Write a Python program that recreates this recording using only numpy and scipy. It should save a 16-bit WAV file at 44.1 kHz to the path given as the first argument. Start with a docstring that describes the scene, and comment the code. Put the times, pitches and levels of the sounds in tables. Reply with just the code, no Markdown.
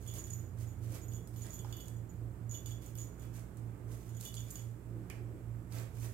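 """A pellet bell jingles inside a plastic lattice ball, batted by one of the kittens wrestling in a pen.
The pellet rings the bell and claws clack on the ball's cage. Paws and fur scuff crinkly absorbent pads,
the pen's cardboard is knocked and a dull rumble swells now and then. In the small room two motors,
probably fans, hum and beat against each other over a rush of air. The sound is stronger on the right."""
import sys
import numpy as np
from scipy import signal
from scipy.io import wavfile
from scipy.ndimage import uniform_filter1d

SR = 44100
rng = np.random.default_rng(int(sys.argv[2]) if len(sys.argv) > 2 else 0)


def wav_out(sig):
    """Save sig, one row per channel (or a flat mono array), as 16-bit PCM at SR to the path in sys.argv[1]."""
    wavfile.write(sys.argv[1], SR, np.round(np.clip(np.atleast_2d(sig).T, -1, 1) * 32767).astype(np.int16))


N = 270393
TIME = np.arange(N) / SR

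# The bell's main note and its bright overtones. Each row: pitch in Hz, relative level in dB, t60 in seconds.
BELL_MODES = [(6000, -18, .18), (6490, -23, .12), (6828, 0, .105), (6845, -11, .16)]
OVERTONE_MODES = [(11570, -7, .11), (13480, -7, .09), (13620, -6, .1), (13820, 0, .13), (14100, -2.5, .13)]
# The pellet's dry tick. Each row: frequency in Hz, relative level in dB.
TICK_EQ = [(2000, -27), (5500, -15), (7500, 1), (11000, 2), (16000, -18)]


def ball():
    """The pellet strikes the bell and paws bat the cage; weaker bounces follow each blow."""
    # Hard pellet strikes. Each row: start in seconds, relative levels of main note and overtones in dB.
    jingles = [(0.1126, -56, -60), (0.183, -45.5, -62), (0.239, -47, -63), (0.3056, -46.5, -65),
               (0.3326, -43, -52.5), (0.671, -57, -63), (1.0166, -54.5, -61), (1.0831, -51, -58),
               (1.1348, -50, -58), (1.3614, -60, -58), (1.4193, -50.5, -70), (1.5048, -51, -68),
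               (1.5337, -47.5, -50), (1.725, -50.5, -58), (1.7662, -70, -52), (1.8578, -59, -72),
               (2.0917, -60, -65), (2.4947, -52, -65), (2.5121, -39.5, -60), (2.5419, -44.5, -51),
               (2.6582, -50, -60), (2.708, -49.5, -60), (2.954, -64, -55), (2.9843, -47.5, -59),
               (3.0158, -48, -62), (4.2365, -52, -62), (4.2497, -47.5, -55), (4.366, -50, -58),
               (4.405, -50, -59), (4.513, -56, -51), (4.5556, -49, -62), (4.5919, -56, -71)]
    # Paw or claw hits. Each row: start in seconds, relative levels of cage ring and clack in dB.
    bats = [(.0994, -57, -72), (0.2705, -65, -51), (1.1147, -64, -70), (1.2742, -90, -54),
            (1.3614, -70, -58), (1.7262, -54.5, -56), (1.766, -56, -70), (1.8013, -59, -63),
            (2.5121, -68, -59), (2.5413, -55, -55), (2.6599, -59, -47), (2.7086, -60, -69),
            (2.954, -62, -57), (2.9853, -64, -63), (4.2527, -52.5, -44.5), (4.2746, -57.5, -66),
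            (4.368, -52.5, -61), (4.556, -60.5, -47.5)]
    # A claw on plastic. Each row: frequency in Hz, relative level in dB.
    clack_eq = [(2000, -27), (3100, -16), (4600, 0), (7500, 2), (9500, 0), (13500, 3), (16000, -22)]
    bell, overtones, shell, ticks = rolling()
    for start, note_db, bright_db in jingles:
        add(bell, start, amp(note_db + 2) * ring(BELL_MODES, scatter_db=.7, detune=.0006))
        add(overtones, start, amp(bright_db - 3) * ring(OVERTONE_MODES, scatter_db=1.5, detune=.003))
        add(ticks, start, amp(note_db - 9) * click(TICK_EQ))
        for delay, gain in bounces():
            at = start + delay
            add(bell, at, gain * amp(note_db - 3.5) * ring(BELL_MODES, scatter_db=3, detune=.0076))
            shimmer = ring(OVERTONE_MODES, scatter_db=2, detune=.005)
            add(overtones, at, gain * amp(bright_db + 3) * shimmer)
            add(ticks, at, gain * amp(note_db - 7.5) * click(TICK_EQ))
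    for start, cage_db, clack_db in bats:
        add(shell, start, amp(cage_db) * cage(detune=.007))
        add(ticks, start, amp(clack_db + 6) * click(clack_eq))
        for delay, gain in bounces():
            add(shell, start + delay, gain * amp(cage_db) * cage(detune=.0215))
    bell = chatter(bell, depth=.4, rate=500)
    shell = chatter(shell, depth=.8, rate=450)
    overtones = chatter(overtones, depth=.9, rate=700)
    return (room(bell, left_db=-9.5, wet_db=-6)
            + room(shell + overtones, left_db=-5.5, wet_db=-1.5)
            + room(ticks, left_db=-4.5, wet_db=-1.5))


def rolling():
    """The pellet tumbles lightly as the ball rolls, exciting four layers: bell, overtones, cage, ticks."""
    # Rolls of the ball. Each row: start, rise and hold in seconds, relative level in dB.
    rolls = [(0, 0.014, 0.29, -66.5), (.62, 0.046, 0.052, -73.5), (1.01, 0.016, 0.14, -66),
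             (1.35, .03, 0.26, -67.5), (1.69, 0.019, .25, -67.5), (2.81, .02, 0.054, -64),
             (2.98, .02, .06, -65), (3.15, .02, .06, -64.5), (4.06, 0.022, .1, -62.5),
             (4.28, .05, 0.29, -65)]
    touches = unit(grains(rate=70, spread_db=3.5)) * bouts(rolls, release_s=.017)
    voices = [(0, ring(BELL_MODES, scatter_db=0, detune=.001)),
              (-7, ring(OVERTONE_MODES, scatter_db=0, detune=.003)),
              (-8, cage(detune=.005)),
              (-5.5, click(TICK_EQ))]
    return [amp(db) * signal.fftconvolve(touches, hit / np.linalg.norm(hit))[:N] for db, hit in voices]


def cage(detune):
    """One blow on the plastic cage, whose modes shift as it is pressed."""
    # Lowest and upper modes. Each row: pitch in Hz, relative level in dB, t60 in seconds.
    low_mode = [(2975, 0, .11)]
    upper_modes = [(3420, 1.5, .1), (4600, -7.5, .055), (5450, -15, .04), (6030, -13, .06),
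                   (7540, -12, .05)]
    low = ring(low_mode, scatter_db=1.5, detune=detune / 2)
    upper = ring(upper_modes, scatter_db=1.5, detune=detune)
    return amp(-3) * low + amp(2.5) * upper


def bounces():
    """Delays in seconds and gains of the three ever weaker bounces after a blow."""
    delays = np.cumsum(rng.uniform(.007, .024, size=3))
    return zip(delays, amp(-11 - 3.2 * np.arange(3)))


def chatter(x, depth, rate):
    """The loose pellet buzzes against the ringing wall and roughens its tone."""
    return x * (1 + depth * wander(rate)) / np.sqrt(1 + depth ** 2)


def pads():
    """Paws drag over the padding while its film crackles; now and then a crease snaps."""
    # Paw and body scuffs. Each row: start, rise and hold in seconds, relative film and drag levels in dB.
    scuffs = [(0, 0.0067, 0.4, -70.5, -72.5), (.11, .05, .04, -63, -67.5), (.56, 0.028, .05, -66, -68),
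              (.8, 0.031, 0.13, -65, -63), (1.09, 0.03, 0.027, -70, -83), (1.32, 0.019, 0.19, -66, -71),
              (1.43, 0.024, 0.014, -77, -61), (1.64, 0.016, 0.056, -70, -67.5),
              (1.79, 0.018, 0.057, -73, -87), (2.51, .02, 0.026, -66.5, -65),
              (2.655, 0.016, 0.025, -68, -71), (2.81, 0.016, 0.037, -66.5, -70.5),
              (2.96, 0.021, 0.026, -66, -72), (3.16, 0.048, 0.027, -71, -64),
              (3.32, 0.043, 0.024, -66.5, -67.5), (3.565, .01, .015, -71, -71),
              (3.83, 0.09, 0.3, -71.5, -73), (4.19, 0.014, 0.031, -56, -62),
              (4.33, 0.017, 0.028, -57.5, -66.5), (4.38, 0.016, 0.24, -69, -69.5),
              (5.095, 0.0052, 0.022, -80, -58.5), (5.7, 0.026, 0.099, -62.5, -57.5),
              (5.9, 0.14, 0.037, -63, -65)]
    # Sharp creases and catching claws. Each row: start in seconds, relative top and body levels in dB.
    snaps = [(.1524, -56, -66), (.303, -51, -74), (0.9537, -57, -60), (1.467, -54, -57), (1.532, -57, -75),
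             (1.883, -51, -77), (2.9765, -53, -68), (3.571, -58, -74), (4.2107, -46, -50),
             (4.342, -50, -52), (4.352, -47, -66), (4.5054, -45.5, -71), (4.51, -46, -69),
             (5.1, -49.5, -79), (5.723, -57, -54), (5.7848, -63, -53)]
    # Tone of the film, the drag, a snap's top and its body. Each row: frequency in Hz, relative dB.
    film_eq = [(1500, -25), (3000, -1), (5000, -2), (6400, 5.5), (7500, 5.5), (10000, 1.5), (13500, 3),
               (16000, -5.5)]
    drag_eq = [(30, -17), (250, 11.5), (600, 8.5), (1400, 1.5), (2400, 2), (3500, -8), (6000, -10.5),
               (10000, -22)]
    top_eq = [(2000, -49), (5800, -7), (7300, 7), (10500, -0.5), (12500, -2), (16000, -16)]
    body_eq = [(600, -43), (2000, -39), (4500, 9), (7000, -6), (12000, -48)]
    film_floor_db, drag_floor_db = -87, -75  # fidgeting that never stops
    pressure = amp(2.87 * wander(rate=28))  # the paw presses unevenly
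    crinkling = np.hypot(pressure * bouts(scuffs, release_s=.04, db_column=3), amp(film_floor_db))
    dragging = np.hypot(pressure * bouts(scuffs, release_s=.04, db_column=4), amp(drag_floor_db))
    film = colour(grains(rate=4000, spread_db=1.5), film_eq) * crinkling * amp(4.5)
    drag = colour(grains(rate=2200, spread_db=1.5), drag_eq) * dragging * amp(-1)
    creases = np.zeros(N)
    for start, top_db, body_db in snaps:
        add(creases, start, amp(top_db + 7.5) * click(top_eq))
        add(creases, start, amp(body_db + 3.5) * click(body_eq))
    return (room(film, left_db=-4.5, wet_db=-6)
            + room(creases, left_db=-5.5, wet_db=-4.5)
            + room(drag, left_db=-12, wet_db=1.5))


def cardboard():
    """A claw or paw strikes the pen: a knock and one broad, quickly damped resonance."""
    # Taps. Each row: start in seconds, panel and knock levels in dB, resonance and its width in Hz,
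    # t60 in seconds.
    taps = [(1.647, -46.5, -50, 1020, 480, 0.041), (5.1, -48.5, -45, 2320, 1090, 0.11)]
    # First contact with the cardboard. Each row: frequency in Hz, relative level in dB.
    knock_eq = [(400, -8), (900, 6), (2400, -13), (3300, -27), (5200, 1), (8000, -20), (15000, -26)]
    out = np.zeros(N)
    for start, panel_db, knock_db, hz, width, t60 in taps:
        band = signal.butter(3, [hz - width / 2, hz + width / 2], "bandpass", fs=SR, output="sos")
        panel = unit(signal.sosfilt(band, rng.standard_normal(SR // 2))) * decay(t60)
        add(out, start, amp(panel_db) * panel + amp(knock_db) * click(knock_eq))
    return room(out, left_db=-4.5, wet_db=-4)


def rumble():
    """Soft low swells, perhaps bodies shifting on the floor of the pen."""
    # Swells. Each row: time of the peak in seconds, level in dB.
    swells = [(.193, -55.5), (.9, -55.5), (1.5, -60), (2.237, -55.5), (3.94, -58), (4.962, -53.5),
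              (5.214, -58), (5.346, -52.5), (5.8, -58)]
    # Their dull tone. Each row: frequency in Hz, relative level in dB.
    rumble_eq = [(30, -33), (100, 0), (200, -8), (310, 4.5), (420, -4.5), (600, -13.5), (1200, -50)]
    envelope = sum(amp(db) * np.exp(-((TIME - peak) / .067) ** 2) for peak, db in swells)
    return room(colour(rng.standard_normal(N), rumble_eq) * envelope, left_db=-.5, wet_db=-22)


def motors():
    """The slower motor slips behind the faster; the hum swells each time they fall in step."""
    # The gap in speed between the motors. Each row: time in seconds, beat rate in Hz.
    beat_rate = [(0, 3.87), (1.1, 3.97), (1.8, 3.3), (2.6, 4.38), (3.3, 2.55), (3.9, 4.25), (5.1, 3.33),
                 (6.1, 4.2)]
    # Fader rides for the hum and for a low drone. Each row: time in seconds, relative level in dB.
    hum_ride = [(0, -51), (.75, -45), (1.5, -49), (2.5, -46.5), (3.33, -51), (3.7, -48), (5.2, -48.5),
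                (5.9, -45.5)]
    drone_ride = [(0, -51.5), (.7, -49.5), (1.6, -57), (2.7, -53.5), (3.1, -75), (6.1, -56)]
    # Shaft tones an octave under the hum: relative levels in dB of the faster and the slower motor.
    shaft_db = [-56, -66]
    # Lesser motor tones. Each row: pitch in Hz, relative level in dB.
    side_tones = [(79.8, -71), (173.3, -66), (232.7, -68.5), (322, -78.5), (422.2, -72.5)]
    hum_hz, drone_hz, in_step_s = 116.7, 90.9, .113
    slip = np.cumsum(curve(beat_rate)) / SR
    slip -= np.interp(in_step_s, TIME, slip)
    fast = hum_hz * TIME + rng.random()  # phase in cycles
    slow = fast - slip
    pair = np.sin(2 * np.pi * fast) + amp(-2) * np.sin(2 * np.pi * slow)
    shafts = amp(shaft_db[0]) * np.sin(np.pi * fast) + amp(shaft_db[1]) * np.sin(np.pi * slow)
    out = pair * amp(curve(hum_ride)) + shafts
    for hz, db in side_tones + [(drone_hz, curve(drone_ride))]:
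        drifting_phase = rng.random() + .00054 * hz * wander(rate=3.095)
        out += amp(db) * np.sin(2 * np.pi * (hz * TIME + drifting_phase))
    return np.sqrt(2) * out * pan(left_db=-10.5)


def air():
    """Fan air: a low rush, narrow in the bass and wide above, with a faint even hiss on top."""
    # Tone of the rush and of the hiss. Each row: frequency in Hz, relative level in dB.
    rush_eq = [(20, -32), (35, -5), (52, 1.5), (85, 4), (125, -4), (175, 3.5), (215, -6), (320, -2),
               (430, -8.5), (600, -14.5), (1000, -20), (1500, -22.5), (2600, -35.5), (4500, -43.5)]
    hiss_eq = [(1000, -0.5), (4000, -18), (6000, -10), (7600, 2.5), (10000, -4.5), (13500, -1),
               (16000, -10.5)]
    mono = np.fft.rfft(colour(rng.standard_normal(N), rush_eq))
    wide = np.fft.rfft(colour(rng.standard_normal((2, N)), rush_eq))
    mono_share = 1 / (1 + (np.fft.rfftfreq(N, 1 / SR) / 480) ** 2)
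    rush = np.fft.irfft(mono * np.sqrt(mono_share) + wide * np.sqrt(1 - mono_share), N)
    hiss = colour(rng.standard_normal((2, N)), hiss_eq)
    rush *= amp(-53 + .79 * wander(rate=4.6))
    return rush * pan(left_db=-7.5) + amp(-73.5) * hiss * pan(left_db=-8.5)


def room(x, left_db, wet_db):
    """Direct on the right; a little later on the left, scattered by the pen; a short room tail on both."""
    tail = rng.standard_normal((2, SR // 2)) * decay(t60=.4) * (TIME[:SR // 2] > .003)
    tail /= np.linalg.norm(tail, axis=1, keepdims=True)
    scatter = rng.standard_normal(SR // 2) * decay(t60=.025)
    scatter /= np.linalg.norm(scatter)
    left = .55 * np.roll(x, 3) + .8 * signal.fftconvolve(x, scatter)[:N]
    reverb = signal.fftconvolve(x[None], tail, axes=1)[:, :N]
    return pan(left_db) * (np.array([left, x]) + amp(wet_db) * reverb)


def ring(modes, scatter_db, detune):
    """One blow on a set of modes; each blow lands on another spot and weights them anew."""
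    out = 0
    for hz, db, t60 in modes:
        size, shift, phase = rng.standard_normal(3)
        tone = np.sin(2 * np.pi * (hz * (1 + detune * shift) * TIME[:SR // 2] + phase))
        out = out + amp(db + scatter_db * size) * decay(t60) * tone
    return out


def click(eq):
    """A brief contact: a crack of coloured noise."""
    return colour(rng.standard_normal(SR // 2), eq) * decay(t60=.011)


def grains(rate, spread_db):
    """Tiny clicks of very uneven size, about `rate` a second."""
    size = amp(spread_db * np.minimum(rng.exponential(size=N), 4.5))
    return (rng.random(N) < rate / SR) * size * rng.standard_normal(N)


def bouts(rows, release_s, db_column=3):
    """Envelope of movements that each rise, hold and die away; their powers add."""
    power = 0
    for row in rows:
        start, rise, hold = row[:3]
        age = TIME - start
        attack = np.clip(age / rise, 0, 1)
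        release = np.exp(-np.clip((age - rise - hold) / release_s, 0, 20))
        power = power + (amp(row[db_column]) * attack * release) ** 2
    return np.sqrt(power)


def colour(x, eq):
    """Shape a signal with an EQ curve of (Hz, dB) points; rms 1."""
    hz, db = np.transpose(eq)
    bins_hz = np.maximum(np.fft.rfftfreq(x.shape[-1], 1 / SR), 1)
    gain = amp(np.interp(np.log(bins_hz), np.log(hz), db))
    return unit(np.fft.irfft(np.fft.rfft(x) * gain, x.shape[-1]))


def wander(rate):
    """Smooth random motion through `rate` values a second; rms 1."""
    span = int(SR / rate)
    steps = np.repeat(rng.standard_normal(N // span + 1), span)
    return unit(uniform_filter1d(uniform_filter1d(steps, span), span)[:N])


def curve(rows):
    """Join (seconds, value) points with straight lines."""
    return np.interp(TIME, *np.transpose(rows))


def decay(t60):
    """Half a second of exponential decay, falling 60 dB in t60 seconds."""
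    return np.exp(-np.log(1000) * TIME[:SR // 2] / t60)


def add(track, start_s, sound):
    """Mix a sound into a track."""
    i = max(int(start_s * SR), 0)
    track[i:i + len(sound)] += sound[:max(N - i, 0)]


def pan(left_db):
    """Stereo gains with mean 1, the left set relative to the right."""
    gains = np.array([[amp(left_db)], [1]])
    return gains / gains.mean()


def amp(db):
    """Decibels to gain."""
    return 10 ** (np.asarray(db) / 20)


def unit(x):
    """Scale to rms 1."""
    return x / np.sqrt(np.mean(x ** 2))


def scene():
    """The kittens' play over a bed of hum and air."""
    return ball() + pads() + cardboard() + rumble() + motors() + air()


def record(dry):
    """A steep high cut at 16.1 kHz."""
    return signal.sosfilt(signal.ellip(10, .2, 80, 16100, fs=SR, output="sos"), dry)


dry = scene()
out = record(dry)
wav_out(out)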